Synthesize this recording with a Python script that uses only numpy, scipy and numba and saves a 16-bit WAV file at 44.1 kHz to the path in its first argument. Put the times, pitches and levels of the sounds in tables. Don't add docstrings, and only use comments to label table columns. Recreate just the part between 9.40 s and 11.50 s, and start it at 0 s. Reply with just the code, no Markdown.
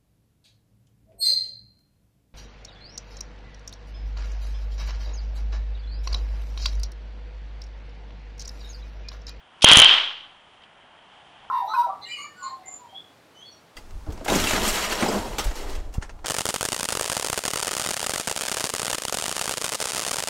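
import sys
import numpy as np
from scipy import signal
from scipy.fft import rfft, irfft, next_fast_len
from scipy.io import wavfile
from scipy.ndimage import uniform_filter1d
from numba import njit

SR = 44100
rng = np.random.default_rng(int(sys.argv[2]) if len(sys.argv) > 2 else 0)


def voltage_ratio(level):
    return 10 ** (np.asarray(level, float) / 20)


def generate_wav(sig):
    pcm = np.round(np.clip(np.atleast_2d(sig).T, -1, 1) * 32767).astype(np.int16)
    wavfile.write(sys.argv[1], SR, pcm)


N = 92610

# frequency in Hz, level in dB.
HUM_COLOUR = [(30, -11), (250, -9.5), (450, -11), (800, -4), (1700, -10), (3500, -23.5), (4100, -28),
              (10600, -35.5)]
# time in seconds, level in dB.
HUM_SWELL = [(0, -59), (.2, -52), (1.0, -54.5), (1.5, -53.5), (2.1, -49.5)]
# start in seconds, level in dB, ring in seconds, pitch in Hz.
CONTACTS = [
    (.2090, -41.5, .004, 3000),
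    (.2178, -42.5, .003, 3500),
    (.2226, -15, 0.0028, 3100),
    (.2295, -27.5, .002, 3100),
    (.2365, -29, .002, 3100),
    (1.2205, -57, .01, 2980),
    (1.234, -56, 0.028, 2500),
    (1.399, -54, .01, 1190),
    (2.05, -45, 0.011, 1000),
]
# frequency in Hz, level in dB.
VALVE_COLOUR = [(60, -22), (500, -20), (1000, -5), (1800, -16.5), (3000, -2.5), (5500, -2.5), (7500, -11.5),
                (10200, -8.5)]
# frequency in Hz, level in dB.
BLAST_COLOUR = [(60, -38), (300, -13.5), (1100, 2), (2300, -2), (3200, -0.5), (4900, -12), (7000, -24.5),
                (10600, -37)]
# frequency in Hz, time to fall 60 dB in seconds.
ROOM_T60 = [(100, .35), (300, 0.51), (1200, 0.59), (3100, 0.57), (4500, 0.6), (7000, 0.52), (10000, 0.42)]
# first trough in seconds, length in seconds,
# height in dB over full scale.
SURGES = [(.2447, .0016, 1.6), (.2475, .0003, .9), (.2484, .0011, -.4), (.2586, 0, -.3), (.2881, 0, .6),
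          (.2983, .0006, -.8), (.3157, .0003, 1.0), (.3227, 0, 1.2), (.3343, .0003, 1.4), (.3586, 0, .8),
          (.3715, .0019, 1.7), (.3848, 0, .55), (.3918, .0003, .7), (.3996, .0003, .9), (.4014, 0, .55),
          (.4020, 0, .5), (.4193, 0, .5), (.4212, .0045, -2.5), (.4365, .0006, -1.2), (.4464, 0, .5),
          (.4565, .002, -2.5), (.4612, .003, -2.5), (.4940, 0, -.7)]

BLOW_S, BLAST_S, RETURN_S = .2432, .2555, .371
MIC_HZ = 3117


@njit
def follow(x, up, down):
    level, levels = 0., np.empty(len(x))
    for i in range(len(x)):
        level += (abs(x[i]) - level) * (up if abs(x[i]) > level else down)
        levels[i] = level
    return levels


def read_curve(rows, hz):
    rows = np.array(rows)
    return np.interp(np.log(np.maximum(hz, 1)), np.log(rows[:, 0]), rows[:, 1])


def unit(x):
    return x / np.sqrt(np.mean(x ** 2))


def coloured(rows):
    f = np.arange(N // 2 + 1) * SR / N
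    spec = rfft(rng.standard_normal(N)) * voltage_ratio(read_curve(rows, f))
    return spec / np.sqrt(np.mean(irfft(spec, N) ** 2)), f


def band_share(f, hz, per_octave):
    return np.clip(1 - np.abs(per_octave * np.log2(np.maximum(f, 1) / hz)), 0, 1)


def walk(rate):
    k = max(int(SR / rate), 1)
    return unit(uniform_filter1d(uniform_filter1d(rng.standard_normal(N), k), k))


def ring(x, hz, width_hz):
    return signal.lfilter(*signal.iirpeak(hz, hz / width_hz, SR), x)


def fade(t, start, rise, t60):
    u = np.maximum(t - start, 0)
    return (1 - np.exp(-u / rise)) * voltage_ratio(-60 * u / t60)


def hum(t):
    spec, f = coloured(HUM_COLOUR)
    machines = 0
    for hz in 30 * 2 ** np.arange(0, 10.):
        machines = machines + irfft(spec * band_share(f, hz, 1), N) * voltage_ratio(walk(10))
    swell_db = np.interp(t, *np.array(HUM_SWELL).T)
    drone = ring(ring(machines, 780, 560), 783, 552)
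    drone = drone * voltage_ratio(swell_db) * np.clip(t - 1, 0, 1) * 0.38
    return machines * voltage_ratio(-55.5 + 0.54 * (swell_db + 53.5)) + drone


def contacts(t):
    noise = rng.standard_normal(N)
    out = 0
    for start, db, ring_s, hz in CONTACTS:
        tap = unit(ring(ring(noise, hz, .8 * hz), hz, .9 * hz))
        out = out + voltage_ratio(db) * fade(t, start, .0008, 3 * ring_s) * tap
    return out


def piston_return(t):
    rise_s, t60, hz, level_db = .02, .03, 8500, -16.5
    u = t - RETURN_S
    swell = np.exp(np.minimum(u, 0) / rise_s) * (t > BLAST_S)
    shape = np.where(u < 0, swell, voltage_ratio(-60 * np.maximum(u, 0) / t60))
    air = unit(ring(ring(rng.standard_normal(N), hz, 5000), hz, 6000))
    return voltage_ratio(level_db) * shape * air


def valve(t):
    start_s, rise_s, sag_db_per_s, level_db = .2192, 0.002987, 450, -20
    shape = fade(t, start_s, rise_s, 60 / sag_db_per_s) * np.clip((BLAST_S - t) / .004, 0, 1)
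    hiss = irfft(coloured(VALVE_COLOUR)[0], N)
    sputter_db = 1.2 * walk(500)
    return hiss * shape * voltage_ratio(level_db + sputter_db)


def blow(t):
    push_s, push_db, thud_hz, thud_db, thud_t60 = .0007, -3, 1050, -2, .02
    crack_db, crack_hold_s, crack_t60 = 6.5, .005, 0.0084
    u = (t - BLOW_S) / push_s
    push = -np.sin(np.pi * u) * (u > 0) * (u < 2) * voltage_ratio(push_db)
    push = push * np.where(u > 1, 3.0, 1)
    late = t - BLOW_S - 1.4 * push_s
    thud = voltage_ratio(thud_db) * np.sin(2 * np.pi * thud_hz * late) * fade(late, 0, .0003, thud_t60)
    shape = np.clip(late / 0.00035, 0, 1) * voltage_ratio(-60 * np.maximum(late - crack_hold_s, 0) / crack_t60)
    crack = shape * voltage_ratio(crack_db) * unit(ring(rng.standard_normal(N), MIC_HZ, 1200))
    return push + thud + crack


def blast(t):
    rise_s, hold_s, level_db, flutter_db, flutter_per_s = .003, .1, 6, 1, 120
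    spec, f = coloured(BLAST_COLOUR)
    u = t - BLAST_S
    rise = 1 - np.exp(-np.maximum(u, 0) / rise_s)
    out = 0
    for hz in 60 * 2 ** np.arange(0, 8, .5):
        t60 = read_curve(ROOM_T60, hz)
        lift = voltage_ratio(60 * .29 * (1 / t60 - 1 / read_curve(ROOM_T60, MIC_HZ)))
        decay = voltage_ratio(-60 * np.maximum(u, hold_s) / t60)
        out = out + irfft(spec * band_share(f, hz, 2), N) * lift * rise * decay
    return out * voltage_ratio(level_db + flutter_db * walk(flutter_per_s))


def scene():
    t = np.arange(N) / SR
    return (contacts(t) + valve(t) + blow(t) + blast(t) + hum(t) + piston_return(t))[None]


def low_pass(x):
    return signal.sosfilt(signal.butter(12, 15800, fs=SR, output="sos"), x)


def record(dry):
    limit_db, attack_s, release_s, ratio = -10, 0.0025, 0.017, 5
    surge_edge_s, wrap_jump, top_hz, settle_s, out_db = .0008, 1.6, 10750, .12, 0.2
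    t = np.arange(N) / SR
    peak = ring(dry[0], MIC_HZ, 690)
    x = dry[0] + voltage_ratio(10) * peak + voltage_ratio(9) * ring(peak, 1.015 * MIC_HZ, 220)
    level = follow(x, 1 / (attack_s * SR), 1 / (release_s * SR))
    x = x * np.minimum(voltage_ratio(limit_db) / (level + 1e-9), 1) ** (1 - 1 / ratio)
    peak = ring(x, MIC_HZ, 600)
    swing = peak / (np.abs(signal.hilbert(peak, next_fast_len(N))[:N]) + 1e-9)
    troughs = t[signal.argrelmin(swing)[0]]
    wrap = np.zeros(N)
    for first_s, length_s, db in SURGES:
        start = troughs[np.argmin(np.abs(troughs - first_s))] - 1.2e-4
        end = start + length_s + 2.6e-4
        weight = np.clip(1 - np.maximum(start - t, t - end) / surge_edge_s, 0, 1)
        surge = voltage_ratio(db) * swing
        x = x + weight * (surge - peak - 0.42 * (x - peak))
        wrap += (weight >= 1) * np.clip((-1 - surge) / 0.013, 0, 1)
    x = np.clip(x, -1, 1) + wrap_jump * wrap
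    x = np.convolve(x, signal.firwin(161, top_hz, fs=SR, window=("kaiser", 7)), "same")
    x = signal.lfilter([1, -1], [1, -np.exp(-1 / (settle_s * SR))], x)
    x = np.clip(x * voltage_ratio(out_db), -1, 1)
    return low_pass(x[None])


dry = scene()
out = record(dry)
generate_wav(out)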